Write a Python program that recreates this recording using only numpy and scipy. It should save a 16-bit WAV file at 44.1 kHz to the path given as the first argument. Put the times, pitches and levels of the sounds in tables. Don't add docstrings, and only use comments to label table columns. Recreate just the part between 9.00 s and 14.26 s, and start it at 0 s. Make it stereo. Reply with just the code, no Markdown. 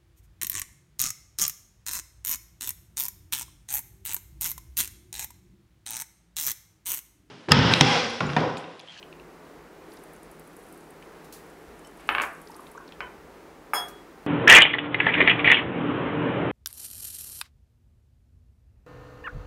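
import sys
import numpy as np
from scipy import signal
from scipy.fft import rfft, irfft
from scipy.io import wavfile
from scipy.ndimage import uniform_filter1d

SR = 44100
rng = np.random.default_rng(int(sys.argv[2]) if len(sys.argv) > 2 else 0)


def master(y):
    cut = np.clip(np.atleast_2d(y).T, -1, 1)
    pcm = np.round(cut * 32767)
    wavfile.write(sys.argv[1], SR, pcm.astype(np.int16))


N = 232138


def undb(db):
    return 10 ** (np.asarray(db) / 20)


def level(x, db):
    return x * undb(db) / np.sqrt(np.mean(x ** 2))


def band(x, hz, width):
    edges = np.clip([hz - width / 2, hz + width / 2], 20, .45 * SR)
    return signal.sosfilt(signal.butter(2, edges, "band", fs=SR, output="sos"), x)


def fade(t60, seconds):
    return undb(-60 * np.arange(int(seconds * SR)) / SR / t60)


def add(track, s, sound, peak_db):
    i = int(s * SR)
    track[i:i + len(sound)] += (sound * undb(peak_db) / np.abs(sound).max())[:N - i]


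def clicks(events, width, t60):
    out = np.zeros(N)
    for s, db, hz in events:
        grit = rng.standard_normal(SR // 20) * fade(t60, .05)
        grit[0] = 4
        add(out, s, band(grit, hz, width), db)
    return out


def bursts(events, breadth):
    out = np.zeros(N)
    rise = np.minimum(np.arange(SR // 2) / SR / 0.0041, 1) ** 2
    for s, db, hz, t60 in events:
        shake = rng.standard_normal(SR // 2) * rise * fade(t60, .5)
        add(out, s, band(shake, hz, breadth * hz), db)
    return out


def ring(modes, tilt_db=0, twin=.9, waver_db=2):
    t = np.arange(SR // 2) / SR
    out = 0
    for hz, db, t60, split in modes:
        turn = hz * t + rng.random()
        lower = np.sin(2 * np.pi * (turn - split * t / 2))
        upper = np.sin(2 * np.pi * (turn + split * t / 2))
        waver = level(uniform_filter1d(rng.standard_normal(len(t) // 50), size=12), 0).repeat(50)
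        tilt = tilt_db * np.log2(hz / modes[0][0])
        out = out + undb(db + waver_db * waver + tilt) * fade(t60, .5) * (lower - twin * upper)
    return out


def thud(hz):
    push = np.zeros(SR // 10)
    size = int(SR / hz / 2)
    push[:size] = np.hanning(size)
    body = band(band(push, hz, 1.027 * hz), hz, 1.725 * hz)
    upper = undb(-6.5) * band(push, 1.264 * hz, 0.28 * hz)
    low = undb(-20.5) * band(push, 360, 430)
    first = body + upper + low
    echo_s, echo_db = 0.00221 * rng.uniform(.8, 1.2), -7
    return first + undb(echo_db) * np.roll(first, int(echo_s * SR))


def rumble():
    # frequency in Hz, relative density in dB per Hz.
    colour_points = [(13, -33), (22, -11), (58, -5), (122, -11.5), (165, -4.5), (256, -1.5), (286, 0.5),
                     (310, 2.5), (432, 2.5), (539, -3), (1020, -6.5), (1970, -12.5), (3230, -22),
                     (11500, -31), (16000, -32)]
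    # pitch in Hz, width in Hz, RMS level in dB.
    hums = [(48.4, 5, -69), (162.4, 8.7, -62.5)]
    hz, db = np.transpose(colour_points)
    colour = undb(np.interp(np.log(np.fft.rfftfreq(N, 1 / SR) + 1), np.log(hz), db))
    bed = level(irfft(rfft(rng.standard_normal(N)) * colour, N), -48.5)
    swell = level(uniform_filter1d(uniform_filter1d(rng.standard_normal(N), 6000), 6000), 0)
    out = bed * undb(.5 * swell)
    return out + sum(level(band(rng.standard_normal(N), f, w), d) for f, w, d in hums)


def side_noise():
    treble = signal.butter(3, 3500, "high", fs=SR, output="sos")
    hiss = level(signal.sosfilt(treble, rng.standard_normal(N)), -71.5)
    return hiss + level(band(rng.standard_normal(N), 110, 170), -91.5)


def taps():
    # start in seconds, peak in dB before the resonance's own level.
    nail_hits = [(0.028, -33.5), (0.127, -36), (0.198, -41)]
    # pitch in Hz, width in Hz, relative level in dB.
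    nail_modes = [(2680, 530, -1), (3970, 660, -11.5)]
    # start in seconds, peak in dB, pitch in Hz.
    odd_taps = [(.919, -47.5, 4500), (.971, -45.5, 4670), (2.025, -39.5, 2580), (2.3255, -43.5, 5400),
                (3.219, -28, 7200), (3.473, -42, 4630), (3.517, -44, 5030), (3.544, -44, 4800),
                (3.668, -40, 3230), (3.775, -48, 6160), (3.878, -45, 4530), (3.89, -44.5, 3160),
                (3.9225, -35.5, 2700), (4.005, -40, 4300)]
    out = clicks(odd_taps, 1660, 0.022)
    for hz, width, rel_db in nail_modes:
        out += clicks([(s, db + rel_db, hz) for s, db in nail_hits], width, 0.0071)
    return out


def brush():
    # time in seconds, level in dB.
    strokes = [(0.9, -64), (1.12, -72), (1.44, -70), (1.65, -63), (1.99, -73), (2.81, -72), (3.24, -65),
               (3.4, -65), (3.69, -64.5), (3.8, -75)]
    ticks_per_s, spread_db = 75, 3
    s, db = np.transpose(strokes)
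    chance, size = rng.random((N, 2)).T
    ticks = (chance < ticks_per_s / SR) * undb(-spread_db * np.log(size + .08))
    ticks = signal.fftconvolve(ticks, rng.standard_normal(SR // 20) * fade(0.025, .05))[:N]
    hiss = rng.standard_normal(N) + 2 * ticks
    return level(band(hiss, 9700, 4900), 0) * undb(np.interp(np.arange(N) / SR, s, db, -120, -120))


def bangles():
    # start in seconds, peak in dB, pitch in Hz.
    ticks = [(0.9367, -43, 10800), (1.037, -41, 10700), (1.1337, -42, 10700), (1.1636, -46, 9120),
             (1.2314, -40, 10400), (1.314, -41.5, 10600), (1.396, -39, 10540), (1.475, -45, 10700),
             (1.5663, -39.5, 10800), (1.725, -39.5, 10900), (1.7749, -45, 10700), (1.808, -47, 9000),
             (1.9055, -42, 10700), (2.5, -46, 8540), (2.7924, -44, 8650), (2.872, -42.5, 8600),
             (2.974, -45, 10500), (3.0061, -50, 9100), (3.0746, -43, 9350), (3.251, -47, 11500),
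             (3.334, -47, 11000), (3.35, -48.5, 8700), (3.416, -38, 10300), (3.5048, -44, 10500),
             (3.5644, -38.5, 10100), (3.606, -44, 10500), (3.715, -40.5, 10700)]
    # pitch in Hz, relative level in dB, t60 in seconds, split of the pair in Hz.
    metal = [(9100, -3, .06, 30), (10700, 0, .07, 30)]
    out = clicks(ticks, 4500, 0.023)
    for s, db, _ in ticks:
        ring_db = -25 + 3 * rng.standard_normal()
        add(out, s, ring(metal), db + ring_db)
    return out


def scrapes():
    # start in seconds, peak in dB, pitch in Hz, t60 in seconds.
    slides = [(2.244, -47.5, 9000, 0.14), (2.325, -36, 9100, 0.069), (2.334, -38.5, 8900, 0.3),
              (2.992, -45, 1730, 1), (3.217, -31.5, 8500, 0.19), (4.883, -38.5, 11900, 0.12)]
    out = np.zeros(N)
    for s, db, hz, t60 in slides:
        unevenness_db = 0.52 * rng.exponential(size=SR // 2)
        grit = rng.standard_normal(SR // 2) * undb(unevenness_db)
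        add(out, s, band(grit * fade(t60, .5), hz, 1.3 * hz), db)
    return out


def bumps():
    # start in seconds, peak in dB.
    knocks = [(2.659, -50), (3.099, -46), (3.961, -49), (4.17, -54)]
    hz, t60 = 60, 0.55
    return bursts([(s, db, hz, t60) for s, db in knocks], 0.63)


def china_bowl():
    # start in seconds, thud peak in dB, rim ring peak in dB.
    blows = [(3.0905, -3.7, -37), (3.1497, -7.5, -43), (3.183, -9, -43), (3.1995, -10, -46),
             (3.2112, -13, -50), (3.224, -21, -60), (3.2365, -16, -60), (4.0055, -17.5, -42),
             (4.0095, -24, -60)]
    # pitch in Hz, relative level in dB, t60 in seconds, split of the pair in Hz.
    rim = [(3050, 0, .17, 8), (5450, 0, .07, 12), (8000, -4, .06, 15), (11800, -5, .07, 20)]
    loose_metal = [(9356, 2, .16, 12), (12800, -7, .12, 45), (14150, -2, .13, 35)]
    # start in seconds, click peak in dB, ring peak in dB, tilt in dB per octave.
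    rim_tick = (2.848, -45, -45, -.6)
    thuds, rings = np.zeros(N), np.zeros(N)
    cracks = []
    for s, db, ring_db in blows:
        add(thuds, s, thud(1942 + 15 * db), db)
        add(rings, s, ring(rim, tilt_db=-26), ring_db)
        add(rings, s, ring(loose_metal, waver_db=5), -37 + 1.8 * db)
        cracks.append((s, -27 + 1.9 * db, 8000))
    rings += clicks(cracks, 11000, 0.036)
    s, db, ring_db, tilt_db = rim_tick
    add(rings, s, ring(rim, tilt_db, twin=0.24), ring_db)
    return thuds, rings + clicks([(s, db, 5200)], 6000, 0.013)


def milk():
    # start in seconds, peak in dB, pitch in Hz.
    gurgles = [(3.494, -38.5, 910), (3.55, -39, 980), (3.59, -36, 1030), (3.63, -45, 1000),
               (3.746, -37.5, 1086), (3.776, -41, 1070), (3.774, -35.5, 1440), (3.798, -39, 1040),
               (3.804, -47, 1490)]
    cycles = 55
    return bursts([(s, db, hz, cycles / hz) for s, db, hz in gurgles], 0.19)


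def steel_bowl(count=30):
    # start in seconds, peak in dB, thud pitch in Hz.
    blows = [(4.7342, -20.5, 1400), (4.735, -8.5, 1326), (4.738, -22.5, 1190), (4.748, -22.5, 1150),
             (4.757, -23.5, 1230)]
    # pitch in Hz, relative level in dB, t60 in seconds, split of the pair in Hz.
    clear = [(718, -9, .3, 5), (1212, -5, .3, 5), (1880, -14, .3, 6), (2810, -18, .3, 5),
             (3331, 1, .4, 6.3), (4100, -27, .2, 20), (4732, -16, .28, 6), (4850, -20, .2, 12),
             (5222, 2, .2, 8), (5679, -19, .22, 6), (6627, -13, .28, 6), (6740, -10, .18, 14),
             (10990, -10, .18, 10), (11690, -12, .16, 10)]
    # centre in Hz, spread either way in Hz, middle relative level in dB, t60 in seconds.
    clusters = [(8820, 473, -25, 0.35), (10200, 390, -30, 0.24), (11000, 800, -24.5, 0.28),
                (12400, 840, -28, 0.3), (13400, 516, -26.5, 0.26), (15040, 750, -33, 0.23)]
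    thuds, rings = np.zeros(N), np.zeros(N)
    shimmer = []
    for hz, spread, db, t60 in clusters:
        for u, v, w in rng.uniform(-1, 1, (count, 3)):
            shimmer.append((hz + spread * u, db + 6 * v, t60, 60 + 50 * w))
    for s, db, hz in blows:
        add(thuds, s, thud(hz), db)
    first_touch = blows[0][0]
    add(rings, first_touch, ring(clear + shimmer), -19)
    return thuds, rings


def walls(x):
    # centre in Hz, noise level before the decay in dB, t60 in seconds.
    tail_bands = [(300, -38.5, 0.44), (480, -45.5, 0.42), (860, -48.5, 0.45), (1460, -43, 0.42),
                  (2720, -42.5, 0.24), (5860, -41.5, 0.18), (12000, -38, 0.29)]
    tail = 0
    for hz, db, t60 in tail_bands:
        tail = tail + level(band(rng.standard_normal(SR), hz, 0.83 * hz), db) * fade(t60, 1)
    build = np.minimum(np.arange(SR) / SR / 0.0007, 1)
    return signal.fftconvolve(x, tail * build)[:N]


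def scene():
    thuds, rings = np.add(china_bowl(), steel_bowl())
    small = bangles() + taps() + milk() + scrapes()
    wet = walls(thuds + undb(-6) * rings + undb(-6) * small)
    mid = thuds + rings + small + wet + bumps() + brush() + rumble()
    side = side_noise()
    return np.array([mid + side, mid - side])


def record(dry):
    return signal.sosfilt(signal.ellip(10, .2, 75, 15680, fs=SR, output="sos"), dry)


dry = scene()
out = record(dry)
master(out)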